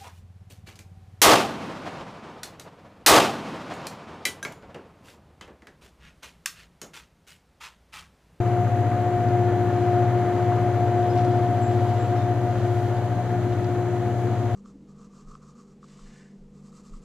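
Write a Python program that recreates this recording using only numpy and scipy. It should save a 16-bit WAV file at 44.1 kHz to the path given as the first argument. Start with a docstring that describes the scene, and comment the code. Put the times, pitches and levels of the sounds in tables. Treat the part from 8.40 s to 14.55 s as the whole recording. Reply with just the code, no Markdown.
"""A rail grinding train creeps towards a station, heard from a hillside far above the track.
Throughout, its diesel throbs at constant speed under the two-note whine of its blower, over exhaust roar,
rolling and rasping wheels, rustling brush and the faint singing of the camera's motor: orders, tones and noise.
Muffled clanks come from the start and dry twigs tick before the first second is out, as short noise bursts.
Gliding bird chips follow from 2.7 s, bright swishes from about 3.4 s, and low buffeting rises after 3.6 s."""
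import sys
import numpy as np
from scipy import signal
from scipy.fft import rfft, irfft
from scipy.io import wavfile

SR = 44100
rng = np.random.default_rng(int(sys.argv[2]) if len(sys.argv) > 2 else 0)


def put_to_file(sound):
    """Save the sound as 16-bit audio at rate SR, in the file named by the first command-line argument."""
    columns = np.atleast_2d(sound).T  # one column per channel
    safe = np.clip(columns, -1, 1)
    whole_steps = np.round(safe * 32767)
    wavfile.write(sys.argv[1], SR, whole_steps.astype(np.int16))


N = 271215
TIME = np.arange(N) / SR
CRANK_HZ = 14.843  # revolutions of the diesel per second


def from_db(db):
    """Amplitude ratio: twenty decibels are a factor of ten."""
    return 10 ** (np.asarray(db) / 20)


def rms_one(x):
    """Normalisation to unit mean power."""
    return x / np.sqrt(np.mean(x ** 2) + 1e-20)


def in_time(rows):
    """Linear interpolation of every column of a curve to the sample times."""
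    times, *columns = np.transpose(rows)
    return [np.interp(TIME, times, column) for column in columns]


def drift(rate_hz):
    """Random wandering of unit spread: noise under a Gaussian lowpass."""
    count = 2048
    hz = np.fft.rfftfreq(count, TIME[-1] / count)
    smooth = irfft(rfft(rng.standard_normal(count)) * np.exp(-.5 * (hz / rate_hz) ** 2))
    return np.interp(TIME, np.linspace(0, TIME[-1], count), rms_one(smooth))


def noise(gain_at):
    """Spectral shaping: white noise times a gain over frequency, brought to unit power."""
    hz = np.maximum(np.fft.rfftfreq(N, 1 / SR), 1e-3)
    return rms_one(irfft(rfft(rng.standard_normal(N)) * gain_at(hz), N))


def band(centre_hz, width_hz):
    """Narrow-band noise under a Gaussian gain curve."""
    return noise(lambda hz: np.exp(-.5 * ((hz - centre_hz) / width_hz) ** 2))


def wide_noise(spectrum, side_db):
    """Partial coherence: both ears share one noise, and a second enters them with opposite sign."""
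    points_hz, level_db = np.transpose(spectrum)

    def gain_at(hz):
        """Decibels interpolated over log frequency."""
        return from_db(np.interp(np.log(hz), np.log(points_hz), level_db))

    mid = noise(gain_at)
    side = noise(gain_at)
    return mid + from_db(side_db) * side * [[1], [-1]]


def tone(hz, scatter, flutter_hz, turn=0):
    """Multipath fading: scattered copies in phase and in quadrature make a tone waver; turn is in cycles."""
    phase = 2 * np.pi * (hz * TIME + turn)
    in_phase = (1 + scatter * drift(flutter_hz)) * np.cos(phase)
    quadrature = scatter * drift(flutter_hz) * np.sin(phase)
    return rms_one(in_phase + quadrature)


def pan(x, left_db):
    """Interaural level difference: left minus right."""
    return x * from_db(np.array([[left_db], [-left_db]]) / 2)


def from_the_right(x):
    """Interaural time difference: sound from the right reaches the left capsule later."""
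    lag_s = .000036
    hz = np.fft.rfftfreq(N, 1 / SR)
    late_left = irfft(rfft(x[0]) * np.exp(-2j * np.pi * hz * lag_s), N)
    return np.array([late_left, x[1]])


def camera():
    """Forced vibration: a motor's harmonics excite case resonances, beside steady tones and hiss."""
    # steady motor tones: (frequency [Hz], left level before trim [dB], right level before trim [dB])
    motor_tones = [(2484, -74, -70), (2850, -75, -72), (2904, -70, -68), (3015, -70, -69), (3128, -68, -75),
                   (3241, -70, -73), (3327, -72, -74), (3351, -69, -74), (3575, -73, -80), (3768, -77, -76),
                   (4046, -72, -67), (4156, -71, -71), (4269, -74, -77), (4495, -80, -77), (6019, -85, -73),
                   (6231, -78, -68), (6282, -87, -73), (6333, -75, -69), (6455, -75, -69), (6492, -77, -74),
                   (6506, -80, -72), (6651, -90, -73), (6678, -87, -75), (6810, -83, -72), (6890, -84, -74),
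                   (7343, -79, -75), (9741, -79, -83), (9816, -80, -90), (9862, -79, -82),
                   (11165, -83, -87)]
    # case resonances: (frequency [Hz], half width at half gain [Hz], relative gain [dB])
    case_modes = [(3300, 480, -10), (4080, 670, 0.5), (6500, 780, 4.5), (7500, 110, 6), (9850, 130, -9),
                  (11100, 250, -7), (13500, 200, -19)]
    # hiss spectrum: (frequency [Hz], relative density [dB])
    hiss_spectrum = [(1000, -8.5), (4200, 7), (5200, -2), (6500, 1.5), (7100, 5.5), (7450, -5),
                     (7900, -1.5), (9200, -0.5), (9850, -1.5), (10500, -1), (11300, 0.5), (12200, -5.5),
                     (15500, -7)]
    motor_hz, trim_db = 27.03, -0.8

    tones = np.zeros((2, N))
    for hz, left_db, right_db in motor_tones:
        phase = 2 * np.pi * hz * TIME + rng.uniform(0, 2 * np.pi) + 0.45 * drift(6.7)
        gains = from_db([[left_db + trim_db], [right_db + trim_db]])
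        # the two capsules receive each tone about a quarter cycle apart
        tones += np.sqrt(2) * gains * np.cos([phase, phase + 1.55])

    def buzz_gain(hz):
        """Resonance: fine lines at multiples of the motor rate, raised by the case."""
        lines = np.cos(np.pi * hz / motor_hz) ** 40
        return lines * sum(from_db(db) / (1 + ((hz - centre) / width) ** 2) for centre, width, db in case_modes)

    buzz = from_db(-66.5) * np.array([noise(buzz_gain) for _ in range(2)])
    hiss = from_db(-64.0) * wide_noise(hiss_spectrum, side_db=5.0)
    return tones + pan(buzz, left_db=-15.0) + pan(hiss, left_db=1.5)


def wind():
    """Turbulent pressure at the microphone: low noise, independent at each ear, that grows late."""
    steady_db, rises_s, rise_db_per_s = -75, 3.6, 9
    level_db = steady_db + rise_db_per_s * np.maximum(TIME - rises_s, 0)
    return from_db(level_db) * np.array([band(39, width_hz=11) for _ in range(2)])


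def brush():
    """Broadband friction noise: a breeze stirs dry brush in short swishes."""
    # rustle level before flicker: (time [s], level [dB])
    rustle_level = [(0, -63), (.35, -67), (.5, -63), (1.15, -62), (1.4, -55.5), (1.75, -60), (2.05, -56),
                    (2.42, -60.5), (2.6, -56.5), (2.98, -55), (3.15, -58), (3.48, -53.5), (3.75, -56.5),
                    (3.92, -61), (4.2, -54.5), (4.5, -56.5), (4.7, -63), (4.85, -60), (5.0, -62),
                    (5.15, -58), (5.4, -63), (6.15, -58)]
    # rustle spectrum: (frequency [Hz], relative density [dB])
    rustle_spectrum = [(1000, -34), (3000, 8.5), (4200, 2), (5400, -1.5), (7000, -7), (8500, -8),
                       (15000, -30.5)]
    level_db, = in_time(rustle_level)
    flicker_db = .9 * drift(18)
    rustle = from_db(level_db + flicker_db) * wide_noise(rustle_spectrum, side_db=-10.5)
    return from_the_right(pan(rustle, left_db=0.5))


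def swishes():
    """Spectral brightening: brief swells of high noise join the rustle."""
    # brightest swishes: (peak time [s], time to fall to 1/e [s], peak level [dB])
    bright_moments = [(3.46, .1, -65), (4.4, .14, -62), (5.82, .07, -65)]
    swell = sum(from_db(db) * np.exp(-((TIME - peak) / length) ** 2) for peak, length, db in bright_moments)
    return swell * np.array([band(9500, width_hz=4700) for _ in range(2)])


def twigs():
    """Impulsive fracture: snapping fibres give short, jagged bursts, each around its own pitch."""
    # ticks: (start [s], time to fall to 1/e [s], centre frequency [Hz], burst level [dB])
    tick_events = [(.885, .008, 4400, -50), (1.361, .004, 4200, -51), (2.473, .005, 5000, -55),
                   (2.627, .005, 3400, -45.5), (2.664, .005, 3400, -49), (2.731, .006, 2700, -45),
                   (2.756, .007, 5500, -49), (2.760, .045, 2400, -48), (2.775, .006, 4800, -47),
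                   (2.784, .007, 5400, -47.5), (2.792, .007, 4000, -47), (2.800, .025, 5500, -56),
                   (2.847, .008, 5800, -49.5), (3.108, .005, 9500, -54), (4.568, .004, 3800, -47),
                   (5.122, .018, 2800, -49), (5.244, .004, 4700, -48)]
    snap_db, snap_hz = 2.5, 120  # depth and speed of the jaggedness
    width_share = .36  # bandwidth over centre frequency
    ticks = np.zeros(N)
    snaps = rms_one(from_db(snap_db * drift(snap_hz)))
    for start, length, centre_hz, db in tick_events:
        burst = (TIME >= start) * np.exp(-((TIME - start) / length) ** 2)
        ticks += from_db(db) * burst * snaps * band(centre_hz, width_hz=width_share * centre_hz)
    return from_the_right(pan(ticks, left_db=1.0))


def bird():
    """Frequency modulation: chips slide to a held pitch, and trees scatter them into a decaying tail."""
    # chips: (start [s], time to fall to 1/e [s], start frequency [Hz], held frequency [Hz], level [dB])
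    chip_events = [(2.697, .014, 4950, 5150, -52), (3.216, .06, 8100, 7380, -53.5),
                   (3.585, .07, 7300, 7450, -59), (3.757, .04, 5400, 5450, -61.5),
                   (3.778, .04, 3550, 3620, -54)]
    chips = np.zeros(N)
    for start, length, start_hz, held_hz, db in chip_events:
        age = np.maximum(TIME - start, 0)
        slide_hz = (start_hz - held_hz) * np.exp(-age / 0.0061)
        hz = held_hz + slide_hz + 55 * drift(130)
        swell = np.minimum(age / 0.005, 1) * np.exp(-(age / length) ** 2)
        chips += from_db(db) * swell * np.sin(2 * np.pi * np.cumsum(hz) / SR)

    age = TIME[:SR // 2]
    trees = rng.standard_normal((2, len(age))) * from_db(-60 * age / 0.27)  # 60 dB decay in 0.27 s
    trees = trees / np.linalg.norm(trees[0])
    tail = signal.fftconvolve(chips[None], trees, axes=1)[:, :N]
    return chips + from_db(5.5) * tail


def clanks():
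    """Damped impacts: dull knocks of the running gear, each around its own pitch, blurred by distance."""
    # knocks: (start [s], centre frequency [Hz], level before trim [dB])
    knock_events = [(0.268, 1050, -36), (1.829, 1450, -32.5), (1.879, 1280, -35), (1.985, 1000, -34),
                    (2.116, 1050, -32), (2.860, 1350, -35), (3.011, 1020, -33), (4.150, 1370, -36),
                    (4.902, 1800, -39)]
    attack_s, decay_s, trim_db = .003, .014, -2.5
    knocks = np.zeros(N)
    for start, hz, db in knock_events:
        age = np.maximum(TIME - start, 0)
        envelope = np.minimum(age / attack_s, 1) * np.exp(-age / decay_s)
        knocks += from_db(db + trim_db) * envelope * band(hz, width_hz=190)
    return pan(knocks, left_db=2.0)


def rasp():
    """Friction noise: steel grinds on steel in uneven grains, among narrow singing bands that swell and fade."""
    # grinding level before trim: (time [s], level [dB])
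    rasp_level = [(0, -42), (.6, -41.5), (1.2, -41.5), (1.5, -41), (2.1, -40.5), (2.6, -41.5), (3.5, -42.5),
                  (4.6, -43.5), (5.3, -43.5), (6.15, -44)]
    # grinding spectrum: (frequency [Hz], relative density [dB])
    rasp_spectrum = [(600, -5.5), (1000, -4), (1230, 2), (1350, 0.5), (1550, -0.5), (1680, -2.5),
                     (1950, -3.5), (2500, -12), (3500, -19.5), (5000, -29), (9000, -51)]
    # narrow singing bands: rail resonances, and at 1425 Hz the blower's fourth harmonic (order 96):
    # (frequency [Hz], width [Hz], peak time [s], time to fall to 1/e [s], peak level [dB])
    singing_bands = [(1425, 10, 1.7, .8, -55), (1570, 30, 2.3, 2.5, -60), (1742, 12, 1.35, .5, -53),
                     (1785, 14, 4.2, .3, -56), (1775, 16, 3, 3, -61), (2010, 25, 1.75, .3, -56),
                     (2110, 18, 2.25, .25, -56)]
    grain_db, grain_hz, trim_db = .9, 70, 0.5
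    level_db, = in_time(rasp_level)
    grains = rms_one(from_db(grain_db * drift(grain_hz)))
    grinding = from_db(level_db + trim_db) * grains * wide_noise(rasp_spectrum, side_db=-11.5)
    singing = np.zeros(N)
    for hz, width_hz, peak, length, db in singing_bands:
        swell = np.exp(-((TIME - peak) / length) ** 2)
        singing += from_db(db) * swell * band(hz, width_hz)
    return pan(grinding + singing, left_db=1.2)


def rolling_swing():
    """Level difference: rolling noise relative to its mean, in dB."""
    # rolling noise, of which only the swing is used: (time [s], level [dB])
    rolling_level = [(0, -43), (1.2, -42.5), (1.9, -41), (3.3, -42), (4.8, -44), (5.5, -46), (6.15, -45)]
    level_db, = in_time(rolling_level)
    return level_db - level_db.mean()


def firing():
    """Periodicity of combustion: eight firing pulses a revolution."""
    return np.cos(2 * np.pi * 8 * CRANK_HZ * TIME)


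def wheels(swing_db):
    """Rolling noise: wheel roar follows part of the swing, with a pulse at the firing rate."""
    # wheel spectrum: (frequency [Hz], relative density [dB])
    wheel_spectrum = [(200, -23.5), (400, -2.5), (520, -4.5), (650, -0.5), (820, -5), (1050, -11.5),
                      (1500, -40), (3000, -62)]
    mean_db, follows = -35.5, 0.71
    level = from_db(mean_db + follows * swing_db)
    roar = level * (1 + 0.12 * firing()) * wide_noise(wheel_spectrum, side_db=-11.5)
    return pan(roar, left_db=2.0)


def exhaust(swing_db):
    """Amplitude modulation: rushing gas pulses with the firings and chuffs once a revolution."""
    # exhaust spectrum: (frequency [Hz], relative density [dB])
    exhaust_spectrum = [(5, -46.5), (20, -28), (30, -19), (44, -22.5), (60, -3), (95, 2.5), (145, 0),
                        (200, 3.5), (290, 6.5), (380, -4), (520, -7), (1000, -46)]
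    mean_db, follows, chuff_depth = -35, 0.43, 0.088
    level = from_db(mean_db + follows * swing_db + 1.0 * drift(26.0))
    chuff = 1 + chuff_depth * np.cos(2 * np.pi * CRANK_HZ * TIME)
    rush = level * chuff * (1 + 0.092 * firing()) * wide_noise(exhaust_spectrum, side_db=-16.5)
    return pan(rush, left_db=3.0)


def skirt(hz):
    """Beating: engines further back sound the same tone slightly faster and smeared."""
    faster_share, spread_share = 0.016, 0.0062  # shares of pitch
    return band(hz * (1 + faster_share), width_hz=hz * spread_share)


def whine(hz, level, skirt_db):
    """Phase modulation: moving air varies the travel time, and the tone flutters against its skirt."""
    air_delay_s, air_wander_hz = .00014, 1.5
    far_follows = 0.23  # share of the tone's fading that the skirt takes on
    level_db, = in_time(level)
    turn = rng.random() + hz * air_delay_s * drift(air_wander_hz)
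    front = from_db(level_db) * tone(hz, scatter=0.017, flutter_hz=13, turn=turn)
    far_db = skirt_db + far_follows * (level_db - level_db.mean())
    return front + from_db(far_db) * skirt(hz)


def blower():
    """Periodic flow interruption: lobes chop the intake air into a tone and its octave."""
    # lobe tone, swelling and fading on the way through the air: (time [s], level before trim [dB])
    lobe_level = [(0.0, -26.5), (0.06, -32.0), (0.17, -26.5), (0.31, -41.0), (0.4, -30.0), (0.47, -37.0),
                  (0.72, -27.5), (0.86, -34.0), (0.93, -25.5), (1.19, -26.5), (1.27, -28.0), (1.41, -26.5),
                  (1.61, -24.0), (1.69, -31.5), (1.77, -24.0), (1.83, -30.5), (1.89, -25.0), (2.1, -29.0),
                  (2.32, -28.0), (2.47, -30.5), (2.59, -25.0), (2.65, -30.0), (2.75, -24.5), (2.81, -32.5),
                  (2.88, -25.0), (3.05, -29.0), (3.13, -35.0), (3.37, -26.0), (3.65, -37.5), (3.73, -28.0),
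                  (3.82, -34.5), (3.89, -29.0), (3.96, -35.0), (4.05, -29.5), (4.1, -36.0), (4.26, -28.0),
                  (4.64, -33.0), (4.75, -41.0), (5.05, -28.5), (5.17, -33.5), (5.38, -27.5), (5.81, -33.5),
                  (5.87, -28.0), (5.98, -38.5), (6.05, -31.0), (6.14, -39.5)]
    # its octave: (time [s], level before trim [dB])
    octave_level = [(0.0, -31.5), (0.23, -26.0), (0.27, -32.5), (0.32, -27.5), (0.51, -28.5), (0.85, -25.5),
                    (0.9, -30.0), (0.94, -25.5), (1.17, -31.0), (1.22, -28.0), (1.34, -30.0), (1.57, -24.0),
                    (1.7, -28.5), (1.91, -27.5), (1.98, -30.5), (2.11, -25.5), (2.23, -29.5), (2.27, -25.5),
                    (2.32, -31.0), (2.44, -25.0), (2.5, -29.5), (2.58, -24.0), (2.73, -28.0), (2.78, -22.5),
                    (2.86, -27.0), (3.16, -26.5), (3.26, -30.5), (3.32, -25.5), (3.37, -31.5),
                    (3.49, -27.5), (3.67, -32.5), (3.73, -26.5), (3.85, -31.5), (3.91, -26.0),
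                    (3.96, -35.0), (4.1, -28.0), (4.21, -40.0), (4.25, -32.5), (4.53, -33.5), (4.63, -37.5),
                    (4.8, -31.0), (4.88, -42.0), (4.92, -28.5), (5.01, -38.5), (5.13, -33.0), (5.26, -37.0),
                    (5.39, -32.0), (5.43, -37.0), (5.59, -34.5), (6.14, -35.0)]
    lobe_hz = 24 * CRANK_HZ
    lobe = from_db(0.13) * whine(lobe_hz, lobe_level, skirt_db=-48.5)
    octave = from_db(0.1) * whine(2 * lobe_hz, octave_level, skirt_db=-44.5)
    return pan(lobe, left_db=4.0) + pan(octave, left_db=2.5)


def diesel():
    """Engine orders: the 7th and 8th beat once a revolution, and weaker ones fill in the drone."""
    # 7th order, fading in and out and sinking late: (time [s], level [dB])
    seventh_level = [(0.0, -28.5), (0.14, -25.5), (0.53, -28.5), (1.08, -26.0), (1.25, -30.0),
                     (1.55, -27.5), (1.77, -29.5), (2.08, -27.5), (2.53, -29.0), (2.81, -27.0),
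                     (3.01, -30.0), (3.4, -26.0), (4.13, -29.0), (4.33, -28.0), (4.89, -32.0),
                     (5.19, -29.0), (5.51, -35.0), (5.69, -29.5), (6.03, -34.0), (6.14, -29.0)]
    # 8th order: (time [s], level [dB])
    eighth_level = [(0.0, -26.5), (0.67, -27.0), (0.83, -30.0), (0.96, -26.0), (1.2, -28.5), (1.78, -25.5),
                    (1.91, -27.5), (2.42, -26.0), (2.59, -28.0), (2.7, -26.0), (3.75, -27.0), (4.03, -26.0),
                    (4.14, -28.5), (4.39, -27.0), (5.65, -28.5), (5.8, -25.5), (6.03, -28.5), (6.14, -27.0)]
    # weaker orders: (multiple of the crank rate [1], level before trim [dB])
    weak_orders = [(3.5, -58), (6, -51), (6.5, -49), (9, -47.5), (12, -44), (14, -54), (16, -47), (18, -52),
                   (19, -52), (20, -51), (21, -50), (32, -55), (33.5, -56), (36, -53), (42, -52), (83, -63),
                   (96, -62), (117, -66), (156, -68)]
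    seventh_db, = in_time(seventh_level)
    eighth_db, = in_time(eighth_level)
    seventh_hz, eighth_hz = 7 * CRANK_HZ, 8 * CRANK_HZ
    seventh = from_db(seventh_db) * tone(seventh_hz, scatter=0.016, flutter_hz=1.3)
    eighth = from_db(eighth_db) * tone(eighth_hz, scatter=0.057, flutter_hz=4.6)
    far = from_db(-42) * (skirt(seventh_hz) + skirt(eighth_hz))
    rest = np.zeros(N)
    for order, db in weak_orders:
        rest += from_db(db) * tone(order * CRANK_HZ, scatter=0.77, flutter_hz=1.95, turn=rng.random())
    return pan(seventh + eighth + far + from_db(1.2) * rest, left_db=4.1)


def scene():
    """Superposition: the small sounds close by and the distant train add linearly."""
    swing_db = rolling_swing()
    close_by = camera() + wind() + brush() + swishes() + twigs() + bird()
    train = clanks() + rasp() + wheels(swing_db) + exhaust(swing_db) + blower() + diesel()
    return close_by + train


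def record(dry):
    """Band limiting: a short fade in, then a steep elliptic lowpass."""
    cutoff_hz, fade_s = 15500, .004
    fade = np.sin(np.pi / 2 * np.minimum(TIME / fade_s, 1)) ** 2
    lowpass = signal.ellip(12, .1, 90, cutoff_hz, fs=SR, output="sos")
    return signal.sosfilt(lowpass, dry * fade)


dry = scene()
out = record(dry)
put_to_file(out)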